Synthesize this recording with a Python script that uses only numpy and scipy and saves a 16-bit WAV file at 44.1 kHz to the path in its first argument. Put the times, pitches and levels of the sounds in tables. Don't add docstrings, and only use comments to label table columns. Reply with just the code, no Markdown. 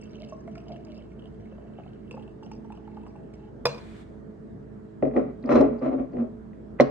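import sys
import numpy as np
from scipy import signal
from scipy.fft import rfft, irfft
from scipy.io import wavfile
from scipy.ndimage import uniform_filter1d

SR = 44100
rng = np.random.default_rng(int(sys.argv[2]) if len(sys.argv) > 2 else 0)


def wav_out(sig):
    wavfile.write(sys.argv[1], SR, np.round(np.clip(np.atleast_2d(sig).T, -1, 1) * 32767).astype(np.int16))


N = 304385

# f/Hz, density/dB
AIR_SPECTRUM = [(15, -37), (25, -18.5), (54, -10), (164, -3.5), (219, 3), (278, -10.5), (436, -4),
                (498, -12.5), (616, -12.5), (761, -21), (1730, -28.5), (2500, -42), (8470, -55),
                (10500, -65.5), (14000, -83)]
AIR_DB = -46.5
# f/Hz, likeness/1
AIR_LIKENESS = [(60, 0.92), (150, 1), (300, 0.38), (500, 0.021), (6000, 0.028), (8300, 1)]
# f/Hz, left minus right/dB
AIR_LEAN = [(60, -5), (230, 2), (910, -1.5), (3550, -3), (13800, 1)]
# f/Hz, rms level/dB, left minus right/dB, lead of right/rad
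HUM_LINES = [(57.8, -55, 1.5, 0.27), (54.2, -66, -9, 1.5), (87.6, -64.5, -4, -0.016),
             (106.8, -58.5, 0, 1.1), (134.6, -56, -0.5, 0.055), (177, -60.5, 5, 0.62),
             (218.7, -57, -7, 1.56), (214.7, -51.5, -7.5, 0.89), (271, -59.5, 6.5, 0.72),
             (325.6, -58, -13, -0.24), (378.3, -60.5, -9.5, 1.3), (433.6, -60.5, -14.5, 0.18),
             (653, -64.5, -6, -2.2)]

# t/s, gurgle level/dB, patter level/dB
POUR = [(0.0, -64, -58), (0.1, -74, -71), (0.25, -53.5, -61), (0.42, -68, -78), (0.55, -59, -68),
        (0.64, -63, -77), (0.73, -46, -66), (0.82, -72, -80), (0.92, -58, -65), (1.1, -70, -75.5),
        (1.3, -61, -74), (1.8, -71, -76), (2.1, -80, -80), (2.3, -80, -84), (2.75, -68, -80.5),
        (3.1, -71, -79), (3.25, -70, -75), (3.5, -63, -75.5)]
# f/Hz, width/Hz, level/dB
GLASS_WALL = [(2250, 200, -4), (2690, 37, -2), (3000, 160, -0.5), (4000, 1500, -7), (4870, 140, -1),
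              (5640, 310, 0), (6200, 380, -12), (7940, 760, -9.5)]
# t/s, level/dB, bubble f/Hz, t60/s
GLUGS = [(0.207, -49, 605, 0.43), (0.322, -28.5, 630, 0.1), (0.323, -38.5, 1073, 0.068),
         (0.477, -34, 653, 0.16), (0.57, -38, 667, 0.085), (0.572, -49, 1050, 0.047),
         (0.666, -43.5, 655, 0.077), (0.701, -35.5, 646, 0.29), (0.765, -51, 630, 0.11),
         (0.876, -45, 636, 0.34), (0.976, -44, 653, 0.046), (1.256, -44.5, 665, 0.066),
         (1.522, -37, 550, 0.039), (1.582, -38.5, 646, 0.049), (1.65, -44, 676, 0.027),
         (1.786, -31, 630, 0.014), (1.797, -33, 735, 0.022), (1.862, -36, 660, 0.01),
         (2.11, -30, 470, 0.046), (2.112, -40.5, 990, 0.022), (2.141, -38, 905, 0.029),
         (2.143, -33, 500, 0.036), (2.168, -33, 485, 0.032), (2.169, -38, 940, 0.014),
         (2.175, -35.5, 840, 0.053), (2.277, -43, 647, 0.1), (2.426, -36.5, 857, 0.056),
         (2.465, -37, 653, 0.038), (2.514, -31.5, 873, 0.029), (2.646, -42.5, 880, 0.053),
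         (2.701, -34, 847, 0.057), (2.722, -37.5, 930, 0.033), (2.775, -42, 667, 0.034),
         (2.876, -34, 844, 0.043), (2.97, -30.5, 848, 0.032), (3.031, -49, 966, 0.11),
         (3.065, -33, 825, 0.013), (3.155, -41, 830, 0.069)]
# t/s, level/dB, centre f/Hz, level of the upper wall's ring/dB
SPLASHES = [(0.012, -73, 2500, -59.5), (0.148, -51.5, 2690, -84), (0.286, -61, 2660, -58),
            (0.477, -48.5, 2070, -86), (0.475, -47, 1340, -90), (0.205, -58, 2860, -83),
            (0.5528, -46.5, 2200, -72), (0.555, -47, 1360, -90), (0.578, -49, 2630, -77),
            (0.603, -53, 2690, -74), (0.682, -64, 2180, -76), (0.717, -56, 3160, -86),
            (0.761, -50, 2930, -81), (0.761, -58, 1740, -94), (0.869, -55, 2450, -79),
            (0.917, -58, 2830, -76), (1.1174, -56, 2250, -89), (1.193, -51, 3000, -91),
            (1.221, -57, 2950, -90), (1.24, -56, 2930, -90), (1.256, -52, 3000, -88),
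            (1.268, -57, 3050, -90), (1.345, -62, 3000, -90), (1.3997, -59, 2120, -83),
            (1.455, -54, 2100, -90), (1.835, -54, 2500, -92), (2.1102, -38.5, 2620, -56),
            (2.148, -61, 2700, -85), (2.178, -59, 2700, -87), (2.195, -51, 2730, -85),
            (2.205, -62, 2700, -88), (2.2237, -53, 2930, -79), (2.231, -57, 3100, -86),
            (2.277, -53, 2720, -90), (2.293, -62, 2870, -90), (2.31, -62, 2750, -90),
            (2.431, -48, 2820, -62), (2.464, -54, 2860, -85), (2.515, -44.5, 2560, -57),
            (2.645, -61, 3020, -79), (2.7214, -45, 2630, -75), (2.75, -58, 3000, -78),
            (2.772, -55, 2870, -86), (3.033, -55, 2680, -80), (3.065, -55, 2760, -66),
            (3.161, -60, 2570, -80), (3.337, -51, 2380, -72), (3.34, -61, 3330, -75)]
# t/s, level/dB, f/Hz
PLINKS = [(.0373, -49, 6210), (.04, -62, 4950), (.0937, -65, 4940), (.1545, -56, 6200), (.1984, -58, 4920),
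          (.2448, -55, 4950), (.2862, -59, 4900), (.297, -49, 6120), (.401, -67, 4870), (.405, -61, 6300),
          (.4863, -70, 6300), (.5127, -63, 6200), (.5526, -59, 4860), (.555, -62, 6240), (.5796, -49, 4960),
          (.6823, -50, 4910), (.685, -56, 6200), (.7213, -47, 4900), (.7677, -65, 6200), (.8475, -55, 4890),
          (.85, -53, 6100), (.9448, -54, 4970), (.9632, -59, 4990), (.9767, -49, 5000)]
PLINK_WIDTH_HZ, PLINK_T60_S, PLINK_TICK_DB = 200., .025, -8.5
AIR_SPACE_HZ, FILL_HZ_PER_S = 633.3, 13.2
RIGHTED_S, RIGHTED_HZ, RIGHTING_S = 2.7, 182, 0.05
SWAY = .025
SPURT_DB, SPURTS_PER_S = 4, 13
UPPER_PATTER_DB, UPPER_FADE_DB_PER_S = -76.5, 14
GLIDE_PER_S, GLIDE_SCATTER = .2, .25
SIDE_BUBBLE_HZ, SIDE_BUBBLE_DB, SIDE_BUBBLE_T60_S, SIDE_SCATTER = 970, -29, 0.018, 0.093
PLOP_DB, PLOP_T60_S, PLOP_WIDTH_HZ, PLOP_GAIN_DB_PER_S = -14, 0.035, 430, 1.5
SPLASH_T60_S, SHORTEN_PER_S, SPRAY_DB, BRIGHTEN_DB_PER_S = 0.038, 0.27, -31.5, 5.5
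SPLASH_RING_DB, SPLASH_RING_T60_S = -10.5, 0.062
UPPER_RING_T60_S = 0.16

# f/Hz, t60/s
ROOM_DECAY = [(120, 0.64), (330, 0.27), (870, 0.49), (2300, 0.49), (6000, 0.34), (12000, 0.094)]
# f/Hz, likeness/1
ROOM_LIKENESS = [(150, 0.8), (300, 0.32), (700, 0.068), (3000, 0.21)]
FAR_HZ = 1300.
THUD_HZ = 1100.

# f/Hz, level/dB, t60/s, left minus right/dB, lead of right/rad
TABLE_MODES = [(134.8, -17.5, 0.33, 7, 6.5), (198, -24, 0.51, 4.5, -23), (250.2, 1.5, 0.15, 0, 1),
               (275.8, 2, 0.082, 0.5, 0), (311.4, -2, 0.082, 5, -4.5), (344, -2.5, 0.074, -14, 1),
               (383.6, 0.5, 0.11, 4, 1.55), (427, -17, 0.56, -5, -6), (467, -6, 0.14, 10, 2),
               (489, -4, 0.13, -9.5, -3.5), (579.5, 4, 0.057, -9.5, 0.1), (608.7, 4.5, 0.04, 15.5, -1.6),
               (630, -6.5, 0.15, -4.5, 1.5), (719, 1, 0.088, 2.5, -2.5), (807, -13, 0.087, -2.5, 1.2),
               (56.6, -16.5, 0.3, -2, -5)]
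# t/s, blow level/dB, contact/ms, crack level/dB
KNOCKS = [(3.609, -21.5, 4.8, -89), (5.025, -7.5, 0.59, -16), (5.052, -24.5, 0.84, -26),
          (5.079, -26, 0.66, -36.5), (5.111, -30, 1.3, -37.5), (5.137, -25, 0.74, -35),
          (5.164, -13, 0.73, -8), (5.175, -9.5, 0.97, -16.5), (5.439, -20.5, 2.3, -27),
          (5.491, -13.5, 0.25, -5), (5.556, -17.5, 0.82, -11), (5.608, -11.5, 1.03, -25),
          (5.822, -19.5, 2.3, -39), (5.996, -10.5, 3.6, -41), (6.132, -23, 2, -41.5),
          (6.169, -19, 1.47, -31.5), (6.532, -48, 0.71, -43), (6.788, -44, 1.3, -29),
          (6.792, -36, 1.3, -17.5), (6.799, -7, 2.8, -1.5), (6.808, -4, 0.92, -1), (6.82, -12, 0.13, -30)]
# f/Hz, density/dB
GRAIN_SPECTRUM = [(500, -29.5), (850, -11), (939, 0.5), (1020, 9.5), (1270, 4), (1610, -6.5), (1950, -6),
                  (2430, -11.5), (2800, -18.5), (4050, -30), (4660, -35.5), (9300, -51.5), (12100, -80),
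                  (20500, -120)]
# f/Hz, width/Hz, level/dB
BOTTLE_BASE = [(1940, 150, 6), (2450, 140, -2.5)]
# f/Hz, width/Hz, level/dB
BOTTLE_WALL = [(3050, 1500, 0.5), (3500, 460, -6), (4030, 100, 0.5), (4700, 1100, -8.5), (5220, 210, -4),
               (5500, 360, -5), (6130, 130, -13), (6370, 400, -13), (8500, 250, -19)]
# t/s, pressure level/dB, grit level/dB
DRAGS = [
    [(5.03, -28.5, -54.5), (5.07, -25.5, -52), (5.09, -51, -64.5), (5.135, -39, -54.5), (5.165, -15.5, -44),
     (5.181, -25, -44.5), (5.241, -40.5, -56.5), (5.3, -45, -55.5)],
    [(5.43, -46, -54), (5.486, -27, -49.5), (5.508, -14.5, -27), (5.53, -15.5, -28), (5.57, -16, -29.5),
     (5.598, -18.5, -31.5), (5.61, -9.5, -30.5), (5.636, -23.5, -40), (5.694, -33, -53), (5.79, -48.5, -59)],
    [(5.81, -30, -51), (5.828, -29, -42), (5.868, -24.5, -39.5), (5.9, -33.5, -51.5), (5.94, -23.5, -46),
     (5.96, -40, -58), (5.99, -29, -49.5), (6.026, -37, -58), (6.09, -51.5, -78)],
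    [(6.12, -41.5, -57.5), (6.138, -37, -64.5), (6.208, -36, -45), (6.24, -36, -67.5), (6.28, -51, -69)],
]
# middle t/s, length/s, level/dB
SHUDDERS = [(5.043, 0.062, -26.5), (5.079, 0.032, -23), (5.14, 0.052, -32.5), (5.183, 0.056, -17),
            (5.219, 0.048, -25.5), (5.27, 0.037, -31), (5.457, 0.047, -26.5), (5.512, 0.048, -20),
            (5.559, 0.065, -14.5), (5.611, 0.043, -13.5), (5.65, 0.044, -19.5), (5.728, 0.072, -25.5),
            (5.842, 0.046, -27), (5.887, 0.064, -24), (5.953, 0.082, -27), (6.022, 0.053, -26),
            (6.157, 0.1, -34), (6.213, 0.067, -24)]
CHATTER_HZ, CHATTER_DRIFT_HZ = 254.4, 9.
BASE_DB, BASE_PER_CRACK = -28.5, 0.63
RASP_DB, RASP_PER_GRIT = -10.5, 1.5
WALL_PER_BASE_DB = -26
WALL_WIDENING = 2.5

# t/s, ring level/dB, shiver level/dB
CLINK_BLOWS = [(3.654, -8, -17.5), (3.6665, -18, -37), (3.692, -36, -40), (3.718, -45, -44),
               (3.745, -36.5, -52), (3.779, -39, -56)]
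# f/Hz, level/dB, t60/s
CLINK_MODES = [(135.6, -20.5, 0.24), (492, -3.5, 0.069), (555, -4, 0.056), (646, -7.5, 0.088),
               (895, -10, 0.061), (980, -14, 0.11), (1064, -5, 0.039), (1145, 1.5, 0.026),
               (1440, -1.5, 0.019), (1730, -5, 0.022), (1850, -4.5, 0.013), (2450, -11.5, 0.057),
               (2460, -33, 0.55), (2370, -25, 0.18), (2150, -35, 0.13), (2690, -23, 0.15),
               (3515, -7.5, 0.028), (3570, -40, 0.1), (3450, -37, 0.23), (4095, -16, 0.093),
               (4150, -25, 0.31), (4430, -29, 0.24), (5040, -8, 0.055), (5550, -8, 0.02),
               (6400, -49, 0.046), (6500, -27, .05), (7200, -32, 0.047), (9120, -28, 0.05),
               (11700, -40, 0.036), (12400, -28, 0.046)]
SLOSH, SLOSH_SETS_IN_S, SLOSH_S, SLOSH_ABOVE_HZ = .9, .015, .009, 900.
# t/s, level/dB
HISS = [(3.7, -56), (3.85, -56.5), (4.02, -56.5), (4.045, -66), (4.2, -77)]
# f/Hz, density/dB
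HISS_COLOUR = [(410, -30), (700, 1.5), (864, -2.5), (2380, -3.5), (2600, -12), (3420, -8), (5900, -22),
               (8200, -19), (10200, -32), (13500, -39)]

# t/s, level/dB, f/Hz
TICKS = [(5.427, -60.5, 4120), (5.459, -56, 4700), (5.782, -66.5, 4700), (5.792, -63.5, 4700),
         (6.12, -71, 4630), (6.133, -72, 4500)]
# t/s, level/dB
CATCHES = [(5.496, -51), (5.506, -51), (5.524, -49), (5.537, -48), (5.55, -41.5), (5.558, -39), (5.59, -53),
           (5.611, -36), (6.8036, -32), (6.808, -25.5), (6.809, -32), (6.8163, -40), (6.821, -45)]
CATCH_SCATTER_DB = 2.5
CATCH_DETUNE = .025
# t/s, ring level/dB, shiver level/dB
COASTER_BLOWS = [(6.7995, 0, -41.5), (6.805, -17, -16), (6.820, -43, -34)]
# f/Hz, level/dB, t60/s
COASTER_MODES = [(414, -5.5, 0.021), (551, 6.5, 0.021), (736, -11.5, 0.048), (1050, -23, 0.066),
                 (2040, 3, 0.0072)]

EDGE_HZ = 14100
SIDES = np.array([[.5], [-.5]])


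def amp(db):
    return 10 ** (np.asarray(db) / 20)


def evened(x):
    return x / np.sqrt(np.mean(x ** 2) + 1e-20)


def read(points, hz):
    f, value = np.transpose(points)
    return np.interp(np.log(hz + 1), np.log(f + 1), value)


def curve(rows):
    s, *columns = np.transpose(rows)
    t = np.arange(N) / SR
    gate = uniform_filter1d(1. * ((t > s[0]) & (t < s[-1])), 200)
    return [gate] + [np.interp(t, s, c) for c in columns]


def add(mix, s, sound):
    part = mix[round(s * SR):][:len(sound)]
    part += sound[:len(part)]


def resonate(x, hz, width):
    turn = np.exp(2j * np.pi * np.cumsum(hz * np.ones(len(x))) / SR)
    r = np.exp(-np.pi * width / SR)
    return 2 * (turn * signal.lfilter([1 - r], [1, -r], x / turn)).real


def resonate_twice(x, hz, width):
    return resonate(resonate(x, hz, width), hz, width)


def ring(modes, rise_s=0.003, flutter=0):
    t, x = np.arange(SR // 2) / SR, 0
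    smooth = int(SLOSH_S * SR)
    for hz, db, t60 in modes:
        share = flutter * (1 - np.exp(-t / SLOSH_SETS_IN_S)) / (1 + (SLOSH_ABOVE_HZ / hz) ** 2)
        chance = 0
        if flutter:
            noise = rng.standard_normal(len(t))
            chance = evened(uniform_filter1d(uniform_filter1d(noise, smooth), smooth))
        tone = amp(db - 60 * t / t60) * np.sin(2 * np.pi * hz * t)
        x = x + tone * (1 - share + share * chance)
    x *= 1 - np.exp(-t / rise_s)
    return x / abs(x).max()


def ring_of_peaks(peaks):
    return ring([(hz, db + 20 * np.log10(width), 2.2 / width) for hz, width, db in peaks], .0008)


def grains(per_s, spread_db):
    size = amp(spread_db * np.minimum(rng.exponential(1, N), 4)) * rng.choice([-1., 1.], N)
    return evened(size * (rng.random(N) < per_s / SR))


def wander(per_s):
    t = np.arange(N // 64 + 2) * 64 / SR
    rates = np.geomspace(per_s / 15, per_s, 16)
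    x = sum(np.sin(2 * np.pi * (f * t + rng.random())) / np.sqrt(f) for f in rates)
    return np.interp(np.arange(N) / SR, t, evened(x))


def puffs(rows, width_hz, t60):
    out, t = np.zeros(N), np.arange(1500) / SR
    for s, db, hz in rows:
        noise = rng.standard_normal(len(t))
        add(out, s, amp(db - 60 * t / t60) * evened(resonate_twice(noise, hz, width_hz)))
    return out


def air():
    frames, hz = N // 512 + 5, np.fft.rfftfreq(2048, 1 / SR)
    a, b, c, d, patches = rng.standard_normal((frames, 1025, 5)).T
    patches = evened(uniform_filter1d(uniform_filter1d(patches, 20, 0), 6, 1))
    same = np.clip(read(AIR_LIKENESS, hz), -1, 1)[:, None]
    left = a + 1j * b
    right = same * left + np.sqrt(1 - same ** 2) * (c + 1j * d)
    lean = read(AIR_LEAN, hz)[:, None] / 2
    z = np.array([left * amp(lean), right * amp(-lean)])
    z *= amp(read(AIR_SPECTRUM, hz)[:, None] + 1.72 * patches)
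    return amp(AIR_DB) * evened(signal.istft(z, nperseg=2048, noverlap=1536)[1][:, :N])


def hum():
    t, out = np.arange(N) / SR, np.zeros((2, N))
    for hz, db, lean_db, lead in HUM_LINES:
        turn = 2 * np.pi * hz * t + 0.75 * wander(7.)
        level = amp(db + SIDES * lean_db + 1.54 * wander(6.)) * np.sqrt(2)
        out += level * np.sin(turn - SIDES * lead)
    return out


def gurgle():
    t = np.arange(N) / SR
    hz = AIR_SPACE_HZ + FILL_HZ_PER_S * t + RIGHTED_HZ / (1 + np.exp((RIGHTED_S - t) / RIGHTING_S))
    hz *= 1 + SWAY * wander(SPURTS_PER_S)
    return evened(resonate(resonate(grains(700., 0.84), hz, 45.0), hz, 120.0))


def patter():
    drops = []
    for hz, width, db in GLASS_WALL:
        clicks = resonate(grains(90., 3.5), hz, width)
        drops.append(amp(db) * evened(resonate(clicks, hz, 400. + width)))
    return evened(sum(drops[:4])), evened(sum(drops[4:]))


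def upper_level():
    level = amp(UPPER_PATTER_DB - UPPER_FADE_DB_PER_S * np.arange(N) / SR)
    t = np.arange(SR // 8) / SR
    for s, _, _, wall_db in SPLASHES:
        add(level, s, amp(wall_db - 60 * t / UPPER_RING_T60_S))
    return level


def plinks():
    tick = puffs(PLINKS, 2200., .012)
    return puffs(PLINKS, PLINK_WIDTH_HZ, PLINK_T60_S) + amp(PLINK_TICK_DB) * tick


def glugs():
    out, t = np.zeros(N), np.arange(SR // 8) / SR
    for s, db, hz, t60 in GLUGS:
        size, glide = rng.standard_normal(2)
        side_hz = SIDE_BUBBLE_HZ * (1 + SIDE_SCATTER * size)
        bent = t + (GLIDE_PER_S + GLIDE_SCATTER * glide) * t ** 2
        bubble = np.sin(2 * np.pi * hz * bent) * amp(-60 * t / t60)
        side = np.sin(2 * np.pi * side_hz * bent) * amp(SIDE_BUBBLE_DB - 60 * t / SIDE_BUBBLE_T60_S)
        add(out, s, amp(db) * (bubble + side) * (1 - np.exp(-t / 0.0022)))
        plop = evened(resonate_twice(rng.standard_normal(len(t)), hz, PLOP_WIDTH_HZ))
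        add(out, s, amp(db + PLOP_DB + PLOP_GAIN_DB_PER_S * s - 60 * t / PLOP_T60_S) * plop)
    return out


def splashes():
    out, t = np.zeros(N), np.arange(SR // 8) / SR
    for s, db, hz, _ in SPLASHES:
        noise = rng.standard_normal(len(t))
        low = evened(resonate(resonate(noise, hz, 230.0), hz, 930.0))
        spray = evened(resonate_twice(noise, 7500.0, 2200.0))
        t60 = SPLASH_T60_S * np.exp(-SHORTEN_PER_S * s)
        add(out, s, amp(db - 60 * t / t60) * (low + amp(SPRAY_DB + BRIGHTEN_DB_PER_S * s) * spray))
        tick = resonate_twice(noise, 2000., 4000.) * np.exp(-t / 0.0037)
        add(out, s, amp(db - 16.5) * tick)
        mode_hz = min((f for f, _, _ in GLASS_WALL), key=lambda f: abs(f - hz))
        if abs(mode_hz / hz - 1) < .1:
            decay = amp(db + SPLASH_RING_DB - 60 * t / SPLASH_RING_T60_S)
            add(out, s, decay * np.sin(2 * np.pi * mode_hz * t))
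    return out


def pour():
    gate, gurgle_db, patter_db = curve(POUR)
    spurts = amp(SPURT_DB * wander(SPURTS_PER_S))
    lower, upper = patter()
    out = gate * spurts * (amp(gurgle_db) * gurgle() + amp(patter_db) * lower)
    out += gate * upper_level() * upper
    out += plinks() + glugs() + splashes()
    return signal.sosfilt(signal.butter(N=6, Wn=9300., fs=SR, output="sos"), out)


def room(x):
    taps = np.zeros((2, SR // 2))
    at = np.arange(200, SR // 2 - 20, 20) + rng.integers(0, 20, (2, (SR // 2 - 201) // 20))
    np.put_along_axis(taps, at, rng.choice([-1., 1.], at.shape), 1)
    hz, t, z = signal.stft(taps, SR, nperseg=256)
    same = np.clip(read(ROOM_LIKENESS, hz), 0, 1)[:, None]
    z[1] = same * z[0] + np.sqrt(1 - same ** 2) * z[1]
    decay = amp(-60 * t / read(ROOM_DECAY, hz)[:, None])
    tail = signal.istft(z * decay, SR, nperseg=256)[1]
    return signal.fftconvolve(x[None], tail / np.linalg.norm(tail[0]), axes=1)[:, :N]


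def grain():
    t = np.arange(SR // 5) / SR
    chance = rng.standard_normal((2, len(t))) + 0.51 * rng.standard_normal(len(t))
    x = irfft(rfft(chance) * amp(read(GRAIN_SPECTRUM, np.fft.rfftfreq(len(t), 1 / SR))))
    x *= amp(-60 * t / 0.064) * (1 - np.exp(-t / 0.00039)) ** 2
    return x / np.linalg.norm(x[0])


def shudders():
    swell = np.zeros(N)
    for s, length, db in SHUDDERS:
        add(swell, s - length / 2, amp(db) * np.hanning(int(length * SR)) ** 0.66)
    hz = CHATTER_HZ + CHATTER_DRIFT_HZ * wander(40.)
    locked = np.sqrt(2) * np.sin(2 * np.pi * np.cumsum(hz) / SR) * amp(1.1 * wander(30.))
    return swell * locked


def table():
    push, rub, grit, glass, rasp = np.zeros((5, N))
    for s, db, ms, crack_db in KNOCKS:
        contact = np.hanning(int(ms * SR / 1000) + 3)
        add(push, s, amp(db) * contact / contact.sum())
        add(grit, s, amp([crack_db]))
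        add(glass, s, amp([BASE_DB + BASE_PER_CRACK * crack_db]))
    slips, grits, rasps = grains(900., 2.8), grains(540.0, 3.26), grains(1200., 2.8)
    for rows in DRAGS:
        gate, db, grit_db = curve(rows)
        rub += gate * amp(db) * slips
        grit += gate * amp(grit_db) * grits
        rasp += gate * amp(RASP_DB + RASP_PER_GRIT * grit_db) * rasps

    t, modes = np.arange(SR // 2) / SR, []
    for hz, db, t60, lean_db, lead in TABLE_MODES:
        decay = amp(db + SIDES * lean_db - 60 * t / t60) * (1 - np.exp(-t / 0.0038))
        modes.append(decay * np.sin(2 * np.pi * hz * t - SIDES * lead))
    wood = sum(modes)
    dragged = wood - modes[2] - modes[3]
    blows = signal.oaconvolve(push[None], wood / abs(wood).max())[:, :N]
    rubbing = signal.oaconvolve(rub[None], dragged / np.linalg.norm(dragged[0]))[:, :N]

    spot = rng.integers(0, 5, N)
    cracks = sum(signal.oaconvolve((grit * (spot == k))[None], grain())[:, :N] for k in range(5))

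    wall = ring_of_peaks([(hz, WALL_WIDENING * width, db) for hz, width, db in BOTTLE_WALL])
    wall_push = rasp / np.linalg.norm(wall) + amp(WALL_PER_BASE_DB) * glass
    bottle = signal.oaconvolve(glass + amp(-16.0) * rasp, ring_of_peaks(BOTTLE_BASE))[:N]
    bottle += signal.oaconvolve(wall_push, wall)[:N] + ticks()
    bottle = np.array([np.roll(bottle, shift=2), bottle]) * amp([[-1.5], [1.5]])
    return blows + rubbing + shudders() + cracks + bottle


def strikes(blows, modes, rise_s, tick_db, shiver_t60, shiver_hz, flutter=0):
    out, rough = np.zeros((2, N))
    body, t = ring(modes, rise_s, flutter), np.arange(SR // 5) / SR
    band = signal.butter(N=3, Wn=[1200., shiver_hz], btype="band", fs=SR, output="sos")
    for s, db, shiver_db in blows:
        noise = rng.standard_normal(len(t)) * (1 - np.exp(-t / rise_s))
        add(out, s, amp(db) * body)
        add(out, s, amp(db + tick_db) * np.gradient(noise) * np.exp(-t / 0.0003))
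        add(rough, s, amp(shiver_db - 60 * t / shiver_t60) * signal.sosfilt(band, noise))
    return out, rough


def clink():
    return strikes(CLINK_BLOWS, CLINK_MODES, 0.0021, -25.0, 0.024, 6800.0, SLOSH)


def hiss():
    gate, db = curve(HISS)
    z = rfft(rng.standard_normal((2, N)) + 0.4 * rng.standard_normal(N))
    coloured = irfft(z * amp(read(HISS_COLOUR, np.fft.rfftfreq(N, 1 / SR))), N)
    return gate * amp(db) * evened(coloured)


def ticks():
    return puffs(TICKS, 900., 0.032)


def catches():
    out = np.zeros(N)
    for s, db in CATCHES:
        modes = []
        for hz, width, mode_db in BOTTLE_WALL:
            mix, shift = rng.standard_normal(2)
            modes.append((hz * (1 + CATCH_DETUNE * shift), width, mode_db + CATCH_SCATTER_DB * mix))
        add(out, s, amp(db) * ring_of_peaks(modes))
    return out


def coaster():
    return strikes(COASTER_BLOWS, COASTER_MODES, 0.0034, -55.0, 0.037, 4930.0)


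def scene():
    beer, wood, caught = pour(), table(), catches()
    clink_ring, clink_shiver = clink()
    coaster_ring, coaster_shiver = coaster()
    close = np.array([beer, clink_ring + clink_shiver, coaster_ring + coaster_shiver])
    left = amp([-1.2, -.7, -1.1]) @ np.roll(close, shift=4, axis=1)
    right = amp([1.2, .7, 1.1]) @ close

    dulled = signal.lfilter(*signal.butter(N=1, Wn=FAR_HZ, fs=SR), beer)
    low_rings = amp(-12.0) * clink_ring + amp(-13.0) * coaster_ring
    thud = signal.lfilter(*signal.butter(N=2, Wn=THUD_HZ, fs=SR), low_rings)
    to_walls = amp(-6.5) * dulled + amp(-10.5) * wood.mean(0) + thud
    to_walls += amp(-26.0) * clink_ring + amp(-6.5) * clink_shiver + amp(-13.0) * coaster_shiver
    far = room(to_walls)

    near = np.array([left, right]) + wood + caught * amp([[-1.5], [1.5]])
    bass_cut = signal.butter(N=2, Wn=45., btype="high", fs=SR, output="sos")
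    return signal.sosfilt(bass_cut, near + far) + hiss() + air() + hum()


def record(dry):
    rounded = dry / (1 + abs(dry / .95) ** 4) ** (1 / 4)
    lowpass = signal.firwin(511, EDGE_HZ, window=("kaiser", 9), fs=SR)
    return signal.oaconvolve(rounded, lowpass[None], "same")


dry = scene()
out = record(dry)
wav_out(out)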